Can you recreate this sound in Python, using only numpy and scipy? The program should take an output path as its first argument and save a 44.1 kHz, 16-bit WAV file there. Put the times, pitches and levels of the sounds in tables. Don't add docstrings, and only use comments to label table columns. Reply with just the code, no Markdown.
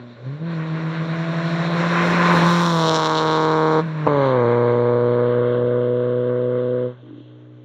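import sys
import numpy as np
from scipy import signal
from scipy.fft import rfft, irfft, next_fast_len
from scipy.io import wavfile
from scipy.ndimage import map_coordinates

SR = 44100
rng = np.random.default_rng(int(sys.argv[2]) if len(sys.argv) > 2 else 0)


def persist_wave(psi):
    counts = np.round(np.clip(psi, -1, 1) * 32767).astype(np.int16)
    wavfile.write(sys.argv[1], SR, np.atleast_2d(counts).T)


def gain_from_db(level_db):
    decades = np.asarray(level_db, float) / 20
    return 10 ** decades


N = 336924
SECONDS = np.arange(N) / SR
LANE_M = 8.16


def unit(x):
    return x / np.sqrt(np.mean(x ** 2) + 1e-20)


def curves(rows):
    s, *columns = np.transpose(rows)
    return [np.interp(SECONDS, s, column) for column in columns]


def along(points, x):
    at, value = np.transpose(points)
    return np.interp(np.log(x), np.log(at), value)


def by_view(values, turned):
    return np.interp(turned, np.arange(len(values)), values)


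def wobble(rate):
    coarse = np.arange(0, N + 64, 64)
    knots = rng.standard_normal(int(N * rate / SR) + 4)
    return np.interp(np.arange(N), coarse, map_coordinates(knots, [coarse * rate / SR]))


def coloured(x, points):
    size = 2 ** 13
    f, db = np.transpose(points)
    log_hz = np.log(np.fft.rfftfreq(size, 1 / SR) + 1)
    gain = gain_from_db(np.interp(log_hz, np.log(f + 1), db, left=-120, right=-120))
    cepstrum = irfft(np.log(gain + 1e-5))
    cepstrum[1:size // 2] *= 2
    cepstrum[size // 2 + 1:] = 0
    response = irfft(np.exp(rfft(cepstrum)))
    return unit(signal.fftconvolve(x, response)[:N])


def rung(x, modes):
    m = next_fast_len(N + SR // 2)
    f = np.fft.rfftfreq(m, 1 / SR)
    gain = 0
    for k, (centre, width, db) in enumerate(modes):
        damping = 1j * f * width
        gain = gain + (-1) ** k * gain_from_db(db) * damping / (centre ** 2 - f ** 2 + damping)
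    return irfft(rfft(x, m) * gain, m)[:N]


def soften(x, top_hz):
    return signal.sosfilt(signal.butter(3, top_hz, fs=SR, output="sos"), x)


def pulses(at, size):
    where = np.floor(at).astype(int)[:, None] + np.arange(-7, 9)
    offset = where - at[:, None]
    shape = np.sinc(offset) * np.cos(np.pi * offset / 16) ** 2 * size[:, None]
    return np.bincount(np.clip(where, 0, N).ravel(), shape.ravel(), N + 1)[:N]


def distance():
    since = SECONDS - 2.545
    travelled = 12.5 * since + 1.3 / 2 * np.clip(since, 0, None) ** 2
    return np.hypot(LANE_M, travelled)


# frequency in Hz, level in dB per Hz.
NIGHT_COLOUR = [(20, -26), (60, -13), (120, -11.5), (600, -20.5), (2000, -12), (4000, -23), (5000, -43.5),
                (8000, -61), (15700, -65)]


def night():
    return gain_from_db(-69.0) * coloured(rng.standard_normal(N), NIGHT_COLOUR)


# frequency in Hz, level in dB per Hz.
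RUMBLE_COLOUR = [(20, -5), (40, -8.5), (70, -11.5), (110, -10), (200, -10), (320, -8), (500, -6),
                 (600, -3.5), (700, -19.5), (900, -13.5), (980, -57)]
RUMBLE_VIEW_DB = [-6, -13, -10, -2.5]


def rumble(blast_db, turned, throttle, drop_db):
    coasting_hush_db = 2 * (turned > 2.9) * (1 - throttle)
    level_db = by_view(RUMBLE_VIEW_DB, turned) + blast_db - drop_db - coasting_hush_db
    return gain_from_db(level_db + 1.8 * wobble(9.1)) * coloured(rng.standard_normal(N), RUMBLE_COLOUR)


SPREADING = [1.646, 2.05, 2.02]
ABSORPTION = [0.02, 0.25, 0.4]


def spread_db(band, metres):
    spreading = SPREADING[band] * 20 * np.log10(metres / LANE_M)
    return spreading + ABSORPTION[band] * (metres - LANE_M)


def layer(shots, turn, share, spectrum, gate):
    roar = np.gradient(rng.standard_normal(N)) * (1 + gate * np.cos(2 * np.pi * turn - .6))
    roar = roar * gain_from_db(0.53 * wobble(30) + 1.4 * wobble(16))
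    share = np.clip(share, 0, 1)
    return np.sqrt(1 - share) * coloured(shots, spectrum) + np.sqrt(share) * coloured(roar, spectrum)


def blend(view, shots, turn, share, spectra, gate):
    mix = 0
    for k, spectrum in enumerate(spectra):
        weight = np.sqrt(np.clip(1 - np.abs(view - k), 0, 1))
        mix = mix + weight * layer(shots, turn, share, spectrum, gate)
    return mix


# frequency in Hz, level in dB per Hz.
AIR_COLOUR = [(7700, -62.5), (8200, 1), (9020, -5), (9630, -9.5), (10800, -14.5), (11600, -8.5),
              (11900, -7.5), (12300, -10), (12900, -18.5), (14800, -16), (15700, -14), (15900, -72)]
AIR_VIEW_DB = [-56.5, -55.5, -57.5, -63]


def air(sharp, turn, share, turned, metres, drop_db, crack_up):
    level_db = by_view(AIR_VIEW_DB, turned) - spread_db(2, metres) - drop_db
    level_db = level_db + 5 * np.exp(-.5 * ((SECONDS - 2.6) / 0.22) ** 2)
    level_db = level_db - 1.2 * np.clip(-85 - level_db, 0, None)
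    return gain_from_db(level_db + 0.28 * crack_up) * layer(sharp, turn, share + 0.44, AIR_COLOUR, gate=0.13)


# frequency in Hz, level in dB per Hz.
SIZZLE_NEAR = [(4500, -64), (4800, -1.5), (5640, 3), (6350, -7), (7050, -6), (7370, -6.5), (7830, -18),
               (8300, -26), (8600, -69)]
SIZZLE_FAR = [(4500, -57.5), (4900, -13), (5400, -5.5), (5900, 0.5), (6600, -3), (7200, -5.5), (7700, -23),
              (8600, -71.5)]
SIZZLE_VIEW_DB = [-40, -36.5, -42.5, -45]


def sizzle(sharp, turn, share, turned, metres, drop_db, sizzle_up):
    level_db = by_view(SIZZLE_VIEW_DB, turned) - spread_db(1, metres) - drop_db
    level = np.hypot(gain_from_db(level_db + sizzle_up), gain_from_db(-88))
    far = np.clip(turned - 1, 0, 1)
    return level * blend(far, sharp, turn, share, [SIZZLE_NEAR, SIZZLE_FAR], gate=0.079)


# frequency in Hz, level in dB per Hz.
CRACK_NEAR = [(2200, -45.5), (2550, -9.5), (3050, -1.5), (3500, 3), (3830, 5.5), (4230, 1.5), (4680, -12),
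              (5000, -25.5), (5400, -67.5)]
CRACK_FAR = [(1470, -41), (2500, -11.5), (2670, -0.5), (2890, -2.5), (3160, 2), (3640, -2), (4230, -15),
             (5000, -44), (6500, -72), (11000, -120)]
CRACK_VIEW_DB = [-33, -29.5, -29.5, -25.5]


def crack(sharp, turn, share, view, turned, metres, drop_db, crack_up):
    level_db = by_view(CRACK_VIEW_DB, turned) - spread_db(0, metres) - drop_db
    far = np.clip(view / 2 - .5, 0, 1)
    return gain_from_db(level_db + crack_up) * blend(far, sharp, turn, share, [CRACK_NEAR, CRACK_FAR], gate=0.1)


# centre in seconds, crack in dB, sizzle in dB, width in seconds.
VOLLEY_BURSTS = [
    (2.88, 4.5, 4, .025),
    (2.959, 3.5, 9.5, 0.023),
    (3.054, 6, 6, 0.013),
    (3.185, 8.5, 7.5, 0.025),
    (3.29, 6, 1, .016),
    (3.36, 7, 3, 0.02),
    (3.43, 2.5, 4, 0.019),
    (4.26, 6, 4.5, 0.047),
    (7.21, 7.5, 4, 0.065),
]


def volleys():
    s, *db, width = np.transpose(VOLLEY_BURSTS)
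    return np.array(db) @ np.exp(-.5 * ((SECONDS - s[:, None]) / width[:, None]) ** 2)


# frequency in Hz, level in dB per Hz.
NOSE_RASP = [(440, -28), (750, 4), (810, -15.5), (837, -8.5), (1040, 4), (1280, -5.5), (1420, -1),
             (1570, -3), (2510, -15), (2800, -20.5), (3640, -35), (6160, -120)]
TAIL_RASP = [(500, -49.5), (700, -20.5), (850, 1), (950, 0.5), (1100, 0), (1300, -7), (1550, -9.5),
             (1930, -21.5), (2200, -20), (2500, -29), (2800, -59.5)]
NEW_GEAR_RASP = [(450, -61.5), (640, -10), (780, -7), (950, 0), (1150, -2.5), (1350, -12), (1600, -9.5),
                 (1850, -17.5), (2150, -15), (2450, -25.5), (2800, -63)]
FAR_RASP = [(450, -60.5), (660, -12.5), (850, -10), (1000, 1.5), (1180, 1.5), (1320, -5.5), (1490, -0.5),
            (1840, -14), (2150, -15), (2400, -35.5), (2800, -57)]


def rasp(steady, turn, share, view, turned, blast_db, drop_db):
    steady = np.where(view < 1.5, steady, soften(steady, 1500))
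    swell_db = 1.8 * np.clip(turned - 2, 0, 1) * wobble(9)
    spectra = [NOSE_RASP, TAIL_RASP, NEW_GEAR_RASP, FAR_RASP]
    return gain_from_db(blast_db - drop_db + swell_db) * blend(view, steady, turn, share, spectra, gate=0.092)


# delay in firings, size in dB.
CYLINDER_SPREAD = [(.033, .5), (-.015, -.6), (-.003, .4), (-.015, -.3)]


def firings(turn, uneven, lag, scatter_db):
    n = np.arange(1, int(turn[-1]))
    late, size_db = np.transpose(CYLINDER_SPREAD)[:, n % len(CYLINDER_SPREAD)]
    chance = rng.standard_normal((len(n), 2))
    depth = np.interp(n, turn, uneven)
    at = np.interp(n + lag + depth * late + .003 * chance[:, 0], turn, np.arange(N))
    return pulses(at, gain_from_db(size_db + scatter_db * chance[:, 1]))


# frequency in Hz, level over the drone in dB.
NOSE_RESPONSE = [(170, -0.5), (260, -12.5), (340, -10), (510, -10.5), (680, -5.5), (860, -7.5)]
TAIL_RESPONSE = [(157, 0), (245, -3.5), (315, 2.5), (365, -1), (485, 8), (560, 7), (620, -2.5), (790, -6.5)]
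CLOSED_ORDERS_DB = [2, -14, -19, -23.5, -38]
CREEP_ORDERS_DB = [-3, 13, 0.5, -17, 14]
CLOSE_ORDERS_DB = [-2, -6, -9, 6.5, 0.5]
# metres at which each clears the roadside, and the loss in dB before that.
CLEARING_M = [60, 60, 13.9, 20.2, 14.5]
ROADSIDE_LOSS_DB = [0, 0, 6.5, 14, 21]
# loss behind the bonnet in dB, and loss far away in dB per metre.
BONNET_LOSS_DB = [0, 1.5, 6, 12.5, 7]
FAR_LOSS_DB_PER_M = [0.042, 0, 0.0063, 0.068, 0.21]


def orders(hz, drone_db, throttle, turned, metres):
    tail = np.clip(turned, 0, 1) ** 4.2
    creeping = SECONDS < 0.16
    away = metres - LANE_M
    levels = []
    for k, closed_db in enumerate(CLOSED_ORDERS_DB):
        order_hz = (k + 1) * hz
        nose_db = along(NOSE_RESPONSE, order_hz) - BONNET_LOSS_DB[k] * np.exp(-away / 4.9)
        nose_db = nose_db - ROADSIDE_LOSS_DB[k] / (1 + np.exp(CLEARING_M[k] - metres))
        tail_db = along(TAIL_RESPONSE, order_hz) + CLOSE_ORDERS_DB[k] * np.exp(-away / 3)
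        tail_db = tail_db - FAR_LOSS_DB_PER_M[k] * np.clip(away - 30, 0, None)
        open_db = np.where(creeping, CREEP_ORDERS_DB[k], tail * tail_db + (1 - tail) * nose_db)
        levels.append(drone_db + (1 - throttle) * closed_db + throttle * open_db)
    return levels


# time in seconds, beats so far, echo share 0-1.
WALL_ECHO = [(.44, 0, 0), (.729, 2, .28), (1.015, 4, .4), (1.21, 6, .25), (1.38, 8, .47), (1.54, 10, .45),
             (1.67, 12, .3), (1.8, 14, .3), (1.94, 16, 0)]


def drone(turn, hz, uneven, orders_db, flip):
    late = np.transpose(CYLINDER_SPREAD)[0]
    slip = np.interp(turn % len(late), np.arange(len(late) + 1), np.append(late, late[0]))
    phase = 2 * np.pi * (turn - .11 - 1.25 * uneven * slip + .003 * wobble(60))
    beats, echo = curves(WALL_ECHO)
    echo_phase = phase - 2 * np.pi * beats
    tone = 0
    for k, db in enumerate(orders_db, 1):
        lag = np.arctan2(k * hz * 130, 540 ** 2 - (k * hz) ** 2) - 1.2 + flip
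        wave = np.cos(k * phase - lag) + echo / np.sqrt(k) * np.cos(k * echo_phase - lag)
        tone = tone + gain_from_db(db + 0.46 * wobble(25)) * np.sqrt(2) * wave
    return soften(tone, 3000)


# time in seconds, level in dB.
OVERRUN = [
    (6.98, -101),
    (7.05, -58),
    (7.22, -54),
    (7.27, -43.5),
    (7.64, -44),
]
# frequency in Hz, width in Hz, level in dB.
SILENCER_MODES = [(317, 13, 1), (483, 270, -16.5)]


def overrun(turn):
    second = np.interp(np.arange(1, turn[-1], 2), turn, np.arange(N))
    soft = pulses(second, gain_from_db(1.1 * rng.standard_normal(len(second))))
    soft = soften(soften(soft, 620), 620)
    return gain_from_db(curves(OVERRUN)[0]) * unit(rung(soft, SILENCER_MODES))


# time in seconds, peak in dB.
BACKFIRE_BANGS = [
    (4.0674, -6.5),
    (4.0737, -2.5),
]
# time in seconds, peak in dB.
BURBLE_POPS = [(7.03, -39), (7.05, -42), (7.066, -38), (7.081, -37), (7.09, -36), (7.107, -32),
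               (7.129, -30.5), (7.143, -38), (7.16, -36), (7.179, -32), (7.19, -44), (7.204, -33.5)]
# frequency in Hz, width in Hz, level in dB.
PIPE_MODES = [(500, 33, 4), (1060, 210, -1), (146, 250, -1.5)]
GURGLE_MODES = [(301.6, 33.6, 5.5), (252, 54, -20), (464, 68, -21)]


def pops(events, modes, extra_db, top_hz):
    s, db = np.transpose(events)
    return rung(soften(pulses(s * SR, gain_from_db(db + extra_db)), top_hz), modes)


def bangs():
    backfire = pops(BACKFIRE_BANGS, PIPE_MODES, extra_db=31.0, top_hz=2204)
    burble = pops(BURBLE_POPS, GURGLE_MODES, extra_db=44.5, top_hz=450)
    snap = pulses(np.array([BACKFIRE_BANGS[-1][0] * SR]), np.array([gain_from_db(-40)]))
    return backfire + burble + snap


VIEW_GRAIN = [(0, .9, .95, .8), (.5, .42, .9, .6), (.75, .18, .6, .65), (1, .05, .15, .75),
              (2, .1, .75, .5), (3, .36, .87, .47)]


def grain(turned, throttle, metres):
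    views, *columns = np.transpose(VIEW_GRAIN)
    low, high, uneven = [np.interp(turned, views, column) for column in columns]
    high = high + 0.046 * (metres - LANE_M) * (turned == 1)
    shut = (1 - throttle) ** 2
    low = low + shut * (.97 - low)
    high = high + shut * (.97 - high)
    return low, high, uneven


# time in seconds, rate in Hz.
FIRING_RATE = [(0, 121.2), (.19, 119.1), (.26, 127.8), (.38, 152.8), (.47, 169.7), (.6, 159), (1.29, 165.3),
               (2.2, 173.3), (2.64, 171.9), (2.81, 162.5), (3.03, 157.7), (3.93, 157), (4.06, 150.4),
               (4.45, 118), (4.53, 120), (6.84, 124.6), (7.05, 122.6), (7.64, 122)]
# time in seconds, opening 0-1.
THROTTLE_OPENING = [(0, 0.45), (.12, 0.58), (.17, 0.22), (.23, 0.17), (.27, 0.4), (.33, 0.4), (.38, 0.36),
                    (.42, 0.43), (.52, 0.86), (3.8, 0.95), (3.825, 0.04), (3.95, 0.03), (4.062, 0.24),
                    (4.07, 0.89), (6.84, 1), (6.91, 0.76), (6.96, 0.14), (7.64, 0.05)]
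# time in seconds, view (0 nose, 1 tail, 2 new gear, 3 far).
SIDE_HEARD = [
    (0, 0),
    (2.2, .1),
    (2.9, 1),
    (3.81, 1),
    (3.83, .3),
    (4.064, .3),
    (4.068, 2),
    (4.9, 2),
    (5.4, 3),
]
# time in seconds, level in dB.
BLAST_LEVEL = [(0, -42), (.13, -43.5), (.2, -39), (.5, -36.5), (1.5, -29.5), (2, -21), (2.31, -17),
               (2.42, -19), (2.72, -24), (2.95, -20.5), (3.8, -21.5), (4.26, -22), (4.72, -25.5),
               (5.15, -31.5), (5.72, -34.5), (5.85, -37.5), (6.8, -43), (7.64, -52.5)]
# time in seconds, level in dB.
DRONE_LEVEL = [(0, -38.5), (.17, -47), (.23, -38), (.27, -27.5), (.35, -29), (.385, -40), (.42, -25.5),
               (1.29, -24), (2.15, -19), (2.47, -16), (2.81, -20), (3.03, -29), (3.8, -25), (3.93, -27.5),
               (4.04, -24.5), (4.45, -23.5), (6.87, -28.5), (6.96, -45)]
# time in seconds, push 0-1.
TAIL_PUSH = [(2.35, 0), (2.47, 1), (3.81, 1), (3.87, 0)]
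CLOSED_DROP_DB = [16.5, 10.4, 9, 4.5, 2.3]


def car():
    hz, drone_db, blast_db, view = [curves(t)[0] for t in (FIRING_RATE, DRONE_LEVEL, BLAST_LEVEL, SIDE_HEARD)]
    turn = np.cumsum(hz) / SR
    throttle = np.clip(curves(THROTTLE_OPENING)[0], 0, 1)
    turned = np.maximum.accumulate(view)
    metres = distance()
    flip = np.pi * curves(TAIL_PUSH)[0]
    low_share, high_share, uneven = grain(turned, throttle, metres)
    rasp_drop, crack_drop, sizzle_drop, air_drop, rumble_drop = np.outer(CLOSED_DROP_DB, 1 - throttle)
    crack_up, sizzle_up = volleys()
    steady = firings(turn, uneven, lag=0, scatter_db=.8) * np.cos(flip)
    sharp = firings(turn, uneven, lag=.06, scatter_db=2.5) * np.cos(flip)

    out = rumble(blast_db, turned, throttle, rumble_drop)
    out += air(sharp, turn, high_share, turned, metres, air_drop, crack_up)
    out += sizzle(sharp, turn, high_share, turned, metres, sizzle_drop, sizzle_up)
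    out += crack(sharp, turn, high_share, view, turned, metres, crack_drop, crack_up)
    out += rasp(steady, turn, low_share, view, turned, blast_db, rasp_drop)
    out += drone(turn, hz, uneven, orders(hz, drone_db, throttle, turned, metres), flip)
    return out + overrun(turn)


def scene():
    return (night() + car() + bangs())[None]


def low_pass(x):
    return signal.sosfilt(signal.butter(12, 16480, fs=SR, output="sos"), x)


def record(dry):
    thin = signal.sosfilt(signal.butter(3, 98, "high", fs=SR, output="sos"), dry)
    held = thin / (1 + np.abs(thin / .8) ** 8) ** (1 / 8)
    return low_pass(held)


dry = scene()
out = record(dry)
persist_wave(out)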